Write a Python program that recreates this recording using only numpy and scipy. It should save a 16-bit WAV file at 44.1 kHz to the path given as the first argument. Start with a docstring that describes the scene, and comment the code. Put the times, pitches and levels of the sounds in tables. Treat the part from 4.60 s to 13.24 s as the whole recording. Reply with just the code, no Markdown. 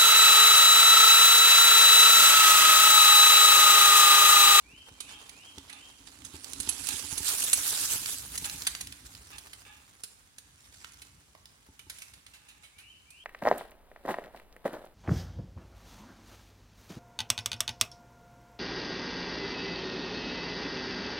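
"""On a dirt trail in a quiet wood, a mountain bike approaches, passes close by and rides away.
Its tyres crush dry leaves and snap twigs, each fracture a brief burst of noise, and roots knock
the wheels into damped vibration. The chain rattles on the frame; friction rings a brake disc.
A bird whistles rising notes. The trunks scatter whistles, slaps and snaps into a soft reverberation."""
import sys
import numpy as np
from scipy import signal
from scipy.fft import rfft, irfft, next_fast_len
from scipy.io import wavfile
from scipy.ndimage import uniform_filter1d, map_coordinates

SR = 44100
rng = np.random.default_rng(int(sys.argv[2]) if len(sys.argv) > 2 else 0)


def to_wav(s):
    """Save 16-bit WAV."""
    ch = np.atleast_2d(s).T  # columns
    pcm = np.round(np.clip(ch, -1, 1) * 32767)  # PCM
    wavfile.write(sys.argv[1], SR, pcm.astype(np.int16))


N = 381024
PASS_S, MISS_M, SPEED_M_PER_S = 3.05, 2.31, 4.69  # closest approach: time, distance, speed
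HARD_SLAP_DB = -16.5  # reference level for the length and jingle of a chain slap


def amp(db):
    """Amplitude ratio of a level in decibels."""
    return 10 ** (np.asarray(db) / 20)


def unit(x):
    """Normalisation to rms 1."""
    return x / np.sqrt(np.mean(x ** 2) + 1e-20)


def along(points, hz):
    """Interpolation of (frequency_hz, value) points on a logarithmic frequency axis."""
    frequencies, values = np.transpose(points)
    return np.interp(np.log(hz + 1), np.log(frequencies + 1), values)


def curves(rows, size=N):
    """Linear interpolation in time: one curve for each column after time_s."""
    times, *columns = np.transpose(rows)
    return [np.interp(np.arange(size) / SR, times, column) for column in columns]


def wobble(rate_hz):
    """Random modulation: a smooth curve through evenly spaced Gaussian values."""
    knots = rng.standard_normal(8192)
    return map_coordinates(knots, [np.arange(N) * rate_hz / SR], mode="wrap")


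def filtered(x, response):
    """Linear filtering: the spectrum is multiplied by a frequency response."""
    size = x.shape[-1]
    padded = next_fast_len(size + 4096)
    return irfft(rfft(x, padded) * response(np.fft.rfftfreq(padded, 1 / SR)), padded)[..., :size]


def colour(x, spectrum):
    """Spectral shaping by (frequency_hz, gain_db) points, at rms 1."""
    return unit(filtered(x, lambda hz: amp(along(spectrum, hz))))


def noise(spectrum, side_db=0):
    """Partly coherent stereo noise of rms 1: the weaker the side part, the nearer to mono."""
    mid, side = rng.standard_normal((2, N))
    return colour(mid + amp(side_db) * np.array([side, -side]), spectrum)


def add(track, start_s, sound):
    """Superposition of a sound on a track."""
    start = max(round(start_s * SR), 0)
    part = sound[..., :N - start]
    track[:, start:start + part.shape[-1]] += part


def ride():
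    """Spherical spreading: gain in dB re the closest point, nearness 0-1, heading (1 coming, -1 going)."""
    near_m, behind_m = 6, 0.31  # the near zone: radius about a point just behind the bike
    ahead_m = SPEED_M_PER_S * (PASS_S - np.arange(N) / SR)
    distance_m = np.hypot(MISS_M, ahead_m)
    zone_distance_m = np.hypot(MISS_M, ahead_m + behind_m)
    near = np.clip(0.11 + 0.86 / (1 + (zone_distance_m / near_m) ** 6), 0, 1)
    return 20 * np.log10(MISS_M / distance_m), near, ahead_m / distance_m


def fractures(rate_hz, spread_db, life_s):
    """Poisson process: the envelope of tiny breaks, mostly weak, whose energies add and decay."""
    occurs = rng.random(N) < rate_hz / SR
    hits = occurs * amp(spread_db * np.minimum(rng.exponential(size=N), 4))
    fall = np.exp(-2 / (life_s * SR))
    return unit(np.sqrt(signal.lfilter([1], [1, -fall], hits ** 2)))


def patches(x, depth_db):
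    """Spectral modulation: each crushed leaf has its own colour, so gain varies in frequency and time."""
    spectra = signal.stft(x, nperseg=256)[2]
    field = uniform_filter1d(rng.standard_normal(spectra.shape[1:]), size=4, axis=0)
    field = uniform_filter1d(field, size=9, axis=1)
    return unit(signal.istft(spectra * amp(depth_db * unit(field)), nperseg=256)[1][:, :N])


def leaves():
    """Brittle fracture: leaves break in clumps over a scrub of dirt, brighter and wider close by."""
    # thickness of the leaf cover, as crackle gain: time_s, gain_db
    litter = [(0, -19.5), (.58, -14.5), (1.49, -18.5), (1.92, -11.5), (2.13, -4.5), (2.58, -6), (2.74, -2),
              (3.3, -1), (3.69, -11.5), (3.91, -6), (4.14, -11.5), (4.3, -21), (4.67, -16), (5.9, -28),
              (7.4, -20), (8.64, -23.5)]
    # a tyre shoving through drifts of leaves: middle_s, level_db, half_length_s
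    scuffs = [(0.508, -49.5, 0.033), (1.475, -50.5, 0.016), (1.659, -44.5, 0.014), (1.755, -45.5, 0.016),
              (2.307, -35, 0.073), (2.527, -37, 0.018), (2.688, -27, 0.034), (2.825, -28, 0.01),
              (3.09, -29, 0.03), (3.244, -32.5, 0.032), (3.324, -31.5, 0.04), (3.521, -35, 0.052),
              (3.757, -37.5, 0.011), (3.858, -33.5, 0.011), (4.464, -49.5, 0.012), (6.217, -60.5, 0.29),
              (7.404, -58.5, 0.087)]
    # spectra of near crackle, far crackle and dirt: frequency_hz, density_db
    near_leaves = [(650, -38.5), (1100, -19), (1600, -13.5), (2000, -16.5), (2550, -10), (7000, -3),
                   (10000, -1), (12500, -4.5), (15500, -12.5)]
    far_leaves = [(500, -2), (1500, 6), (5000, 4.5), (7500, 6.5), (10000, 0.5), (15500, -16)]
    dirt = [(260, -27.5), (390, 7.5), (620, 2), (880, 6.5), (1600, 4.5), (6000, -6)]
    spread_db, near, _ = ride()
    crackle_db = -30.5 + spread_db + curves(litter)[0]
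    clumps, t = wobble(45), np.arange(N) / SR
    drifts = sum(amp(db) * np.exp(-((t - s) / half_s) ** 2) for s, db, half_s in scuffs)
    faint = .35 + 1.1 * near  # close by, countless faint breaks fill the gaps
    grains = (fractures(rate_hz=2000, spread_db=4.2, life_s=.0007) + faint) / (1 + faint)
    diffuse, direct = rng.standard_normal((2, N)), rng.standard_normal(N)
    # from afar one wavefront arrives, on the right first
    coherent = .7 * (1 - near) * np.array([np.roll(direct, 9), direct])
    breaks = patches(grains * (diffuse + coherent), depth_db=2.5)
    crackle = np.sqrt(near) * colour(breaks, near_leaves) + np.sqrt(1 - near) * colour(breaks, far_leaves)
    flicker_db = clumps + (1 - near / 2) * wobble(180)
    crackle *= np.hypot(amp(crackle_db), drifts) * amp(1 + flicker_db)
    grit = fractures(rate_hz=900, spread_db=2.5, life_s=0.00066)
    scrub = colour(grit * (rng.standard_normal((2, N)) + coherent), dirt)
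    scrub_db = crackle_db - 13.2 * near  # the dull scrub carries farther than the crackle
    return crackle + scrub * amp(scrub_db + 4.03 * clumps)


def ring(modes, t, scatter_db):
    """Free vibration: exponentially decaying modes with random strengths and phases."""
    hz, db, t60 = np.transpose(modes)[:, :, None]
    strength = amp(db + scatter_db * rng.standard_normal(hz.shape) - 60 * t / t60)
    return np.sum(strength * np.sin(2 * np.pi * (hz * t + rng.random(hz.shape))), 0)


def wheels():
    """Forced and free vibration: rough ground drums through the tyres; roots strike the wheel's modes."""
    # unevenness of the ground, as rumble gain: time_s, gain_db
    ground = [(0, 0), (1.4, -4.5), (2.1, 1), (2.9, -9), (3.75, 2), (4.6, 1), (5.5, -5.5), (6.2, 1.5),
              (7.3, 2)]
    # spectra of ground rumble and hollow tyre casing: frequency_hz, density_db
    rumble_spectrum = [(28, -37), (50, 7.5), (65, 5), (100, 2), (450, -19.5), (900, -57.5)]
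    casing_spectrum = [(150, -16.5), (240, -4), (282, 3), (325, -7.5), (800, -41.5)]
    # drops over roots: start_s, level_db
    thuds = [(0.132, -48.5), (0.315, -47.5), (.978, -38), (1.741, -37.5), (2.072, -35.5), (2.339, -38.5),
             (2.437, -38), (2.524, -36), (2.601, -35.5), (3.355, -40.5), (3.821, -40), (3.944, -40.5),
             (7.086, -49), (7.266, -48.5)]
    # modes of wheel and frame: frequency_hz, level_db, t60_s
    wheel_modes = [(77, 0.5, 0.1), (161, 4.5, 0.034), (277.5, -1.5, 0.086), (377, -1, 0.042),
                   (882, -6, 0.074)]
    bumps_db = curves(ground)[0] + 2.2 * wobble(22)
    spread_db, _, heading = ride()
    rumble = noise(rumble_spectrum, side_db=-25) * amp(-50 + spread_db + bumps_db)
    # the casing is louder ahead, and soft ground damps it beyond plain spreading
    casing_db = -53.5 + 1.17 * spread_db + 5 * heading + bumps_db
    casing = noise(casing_spectrum, side_db=-13) * amp(casing_db)
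    knocks, t = np.zeros((2, N)), np.arange(SR // 4) / SR
    onset = 1 - np.exp(-t / 0.0022)  # the soft tyre rounds off the blow
    for start_s, db in thuds:
        add(knocks, start_s, amp(db - 4) * onset * ring(wheel_modes, t, scatter_db=2))
    return rumble + casing + knocks


def bird():
    """Frequency modulation: a pure, slightly wavering whistle sweeps upward and dips as it ends."""
    # whistled notes: start_s, level_db, top_pitch_hz
    notes = [(0.033, -43, 3230), (0.382, -42.5, 3302), (0.713, -43, 3276), (1.085, -44.5, 3256),
             (8.134, -45.5, 3096), (8.461, -44.5, 3240)]
    # contour of one note: time_s, share_of_top_pitch, gain_db
    whistle = [(0, 0.7, -17.5), (.055, 0.77, -11.5), (.115, 0.91, -9.5), (.17, 1, -5.5), (.2, 0.82, -22)]
    out = np.zeros((2, N))
    share, shape_db = curves(whistle, size=SR // 5)
    for start_s, db, top_hz in notes:
        pitch_hz = top_hz * share * (1 + .005 * wobble(60)[:len(share)])
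        add(out, start_s, amp(db + shape_db) * np.sin(2 * np.pi * np.cumsum(pitch_hz) / SR))
    return out * amp([[1], [-1]])  # a little to the left


def trunks(x, early=0):
    """Multiple scattering: trees return a diffuse tail; those by the trail add early reflections."""
    # reverberation of the wood: frequency_hz, t60_s
    wood = [(1000, 0.97), (3000, 0.8), (8000, 0.62)]
    hz, t, spectra = signal.stft(rng.standard_normal((2, SR)), SR, nperseg=256)
    decay = amp(-60 * t / along(wood, hz)[:, None]) * (1 - np.exp(-t / 0.0018))
    decay *= 1 + early * np.exp(-t / 0.016)
    tail = signal.istft(spectra * decay, SR, nperseg=256)[1]
    return signal.fftconvolve(x, tail / np.linalg.norm(tail[0]), axes=1)[:, :N]


def wavefront(size):
    """Interaural delay: noise from one point arrives on the right first, with scatter off the ground."""
    direct = rng.standard_normal(size)
    return .8 * np.array([np.roll(direct, 8), direct]) + .6 * rng.standard_normal((2, size))


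def ripple(x, depth_db, width_hz):
    """Modal excitation: each contact wakes other resonances, giving random spectral peaks and dips."""
    heights = rng.standard_normal(512)
    return unit(filtered(
        x, lambda hz: amp(depth_db * map_coordinates(heights, [hz / width_hz], mode="wrap"))))


def resonances(modes, hz):
    """Modal superposition: the frequency response of damped resonators, alternating in sign."""
    return sum((-1) ** k * amp(db) * 1j * hz * width / (centre ** 2 - hz ** 2 + 1j * hz * width)
               for k, (centre, width, db) in enumerate(modes))


def slap(start_s, db, clank_db, attack_s, length_s):
    """Impact excitation: links strike in a dry rattle that jingles the sprockets and clanks the frame."""
    # spectra of struck links and frame: frequency_hz, density_db
    link_spectrum = [(1500, -15), (2900, -12), (4100, -2), (5500, -3.5), (6400, 0.5), (7500, -2.5),
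                     (9000, 4), (15500, -15)]
    frame_spectrum = [(200, -29.5), (900, -12.5), (1700, 4.5), (2600, 7), (4000, 3.5), (9000, -41.5)]
    # sprocket resonances: frequency_hz, width_hz, gain_db
    sprockets = [(6350, 140, -8), (8020, 150, 1.5), (9300, 92, 2.5), (9840, 240, -7), (10177, 160, -2),
                 (11030, 85, 5.5)]
    t = np.arange(SR // 12) / SR
    envelope = (1 - np.exp(-t / attack_s)) * (np.exp(-(t / length_s) ** 1.5) + .08 * np.exp(-t / .02))
    contacts = amp(2 * np.repeat(rng.standard_normal(len(t)), 24)[:len(t)])
    strikes = envelope * contacts * wavefront(len(t))
    links = ripple(colour(strikes, link_spectrum), depth_db=3, width_hz=330)
    jingle = ripple(filtered(strikes, lambda hz: resonances(sprockets, hz)), depth_db=2, width_hz=200)
    # more jingle in harder slaps, and more ahead of the bike than behind it
    jingle_db = 2.5 + 0.59 * (db - HARD_SLAP_DB) + 4.5 * np.sign(PASS_S - start_s)
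    frame = ripple(colour(strikes, frame_spectrum), depth_db=3, width_hz=220)
    gain = np.sqrt(np.mean(envelope ** 2)) * amp(db - 3.5)
    return gain * (links + amp(jingle_db) * jingle + amp(clank_db - 7.5) * frame)


def chain():
    """Repeated impact: bumps slap the chain on the frame, and harder slaps rattle for longer."""
    # chain slaps: start_s, level_db, frame_clank_db
    slaps = [(0.403, -28, 2.5), (0.692, -35.5, 2.5), (1.096, -36, 8.5), (1.127, -36, 5.5),
             (1.648, -31.5, -12), (2, -24, -6), (2.089, -19.5, -4), (2.577, -24, -12), (2.837, -22.5, -22),
             (2.93, -16, -1), (3.776, -23, -9), (3.842, -28, 4.5), (4.0678, -17.5, 1.5), (4.207, -26, -6),
             (4.322, -36, 5), (4.781, -34, 0.5), (4.931, -37, 5.5), (5.435, -28, -12), (5.782, -36.5, -0.5),
             (6.418, -38, 2.5), (7.192, -40.5, 6.5), (7.297, -31.5, 0.5), (7.384, -38.5, 0.5),
             (7.419, -34.5, 2.5), (7.536, -42.5, 4.5), (7.664, -43.5, 7), (8.504, -41.5, -14)]
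    out = np.zeros((2, N))
    for start_s, db, clank_db in slaps:
        length_s = 0.0089 * amp(0.13 * (db - HARD_SLAP_DB))
        add(out, start_s, slap(start_s, db, clank_db, attack_s=.0015, length_s=length_s))
    for start_s in 7.734 + .149 * np.arange(4):  # the slack chain flaps evenly before the last light slap
        add(out, start_s, slap(start_s, db=-51, clank_db=8, attack_s=0.0028, length_s=0.03))
    return out


def brake():
    """Frictional excitation: the pads catch and scrape, and the disc resonates in a hollow band of tones."""
    # the disc rubbing its pads: start_s, level_db, length_s
    rubs = [(0.474, -52, 0.18), (1.106, -52.5, 0.12), (2.289, -41.5, 0.073), (3.86, -48.5, 0.11),
            (4.721, -49.5, 0.063), (5.05, -54.5, 0.17), (7.737, -66, 0.67)]
    # disc resonances: frequency_hz, width_hz, gain_db
    disc = [(832, 31, 6), (1225, 42, 4), (1690, 65, 5), (2280, 150, 1), (2690, 250, 3), (3610, 68, 4)]
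    envelope, t = np.zeros((1, N)), np.arange(SR // 2) / SR
    for start_s, db, length_s in rubs:
        add(envelope, start_s, amp(db) * (1 - np.exp(-t / 0.00082)) * np.exp(-(t / length_s) ** 2))
    friction = rng.standard_normal((2, N)) * amp(1.5 * wobble(110))
    return envelope * unit(filtered(friction, lambda hz: resonances(disc, hz)))


def twigs():
    """Impulsive fracture: one sharp crack and a brief splintering, coloured by the twig's size."""
    # twigs and grit snapping under a tyre: start_s, level_db, pitch_hz
    snaps = [(.982, -27, 4170), (1.844, -21.5, 7440), (1.933, -18, 7300), (2.031, -27, 8500),
             (2.074, -25, 3700), (2.27, -16, 8480), (2.288, -8.5, 8200), (2.783, -19, 8100),
             (3.066, -31, 7330), (3.086, -20.5, 8770), (3.459, -17.5, 4750), (3.897, -21, 4320),
             (4.02, -22, 6040), (4.15, -22.5, 3510), (4.271, -27.5, 5270), (4.55, -32, 4280),
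             (6.245, -27, 2530), (6.75, -41, 1010), (6.856, -35.5, 4500)]
    out, t = np.zeros((2, N)), np.arange(SR // 20) / SR
    for start_s, db, hz in snaps:
        splinters = wavefront(len(t)) * (np.exp(-(t / .0032) ** 2) + .2 * np.exp(-t / .01))
        crack = np.pad(3 * (t == 0) + splinters, ((0, 0), (22, 0)))
        crack = colour(crack, [(hz / 8, -19), (hz / 2, -5), (hz, 0), (hz * 2, -8), (hz * 8, -27)])
        crack = ripple(crack, depth_db=2, width_hz=450)
        add(out, start_s, amp(db + 1) * crack / np.abs(crack).max())
    return out


def passing_colour(bike):
    """Time-varying filtering: slightly duller on the approach, shaded on the left when off to the right."""
    # softer top treble and a dip near 1.7 kHz during the approach: frequency_hz, gain_db
    approach_colour = [(1000, 0.5), (1700, -4.5), (3000, -0.5), (10500, -4.5), (13000, -5.5)]
    # how far the bike lies to the right until the listener turns after it: time_s, share
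    bearing = [(1.2, 0.7), (2, .95), (2.55, 1), (2.75, 0.13)]
    # response on each side to sound from the right: frequency_hz, gain_db
    left_shade = [(1300, -1.5), (4400, -3), (8000, -12.5), (14000, -7.5)]
    right_lift = [(1000, -1), (10500, 3.5), (13000, -3.5)]
    _, _, heading = ride()
    approach = np.maximum(heading, 0) ** 4
    bike = (1 - approach) * bike + approach * filtered(bike, lambda hz: amp(along(approach_colour, hz)))
    aside, = curves(bearing)
    shaded = filtered(bike, lambda hz: amp([along(left_shade, hz), along(right_lift, hz)]))
    balance = amp([[-1.75], [1.75]])  # the trail stays a little to the right
    return ((1 - aside) * bike + aside * shaded) * balance


def scene():
    """Superposition of bike, bird and still air; slaps and snaps are more reverberant from afar."""
    # spectrum of the still air: frequency_hz, density_db
    air_spectrum = [(26, -13), (56, -4.5), (400, -19.5), (1000, -15), (10000, -20.5), (16000, -37.5)]
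    spread_db, _, _ = ride()
    hits, song = chain() + twigs(), bird()
    echo_db = -12 - 0.39 * spread_db
    bike = passing_colour(leaves() + brake() + hits + trunks(hits * amp(echo_db), early=1))
    far_song = amp(-5) * song + amp(-0.5) * trunks(song)
    air = noise(air_spectrum, side_db=1)
    return bike + wheels() + far_song + amp(-66.5) * air


def record(dry):
    """Band limiting: the deepest bass rolls off and the highest treble is cut."""
    low_hz, top_hz = 34, 16000
    return filtered(dry, lambda hz: (hz < top_hz) * hz ** 6 / (hz ** 6 + low_hz ** 6))


dry = scene()
out = record(dry)
to_wav(out)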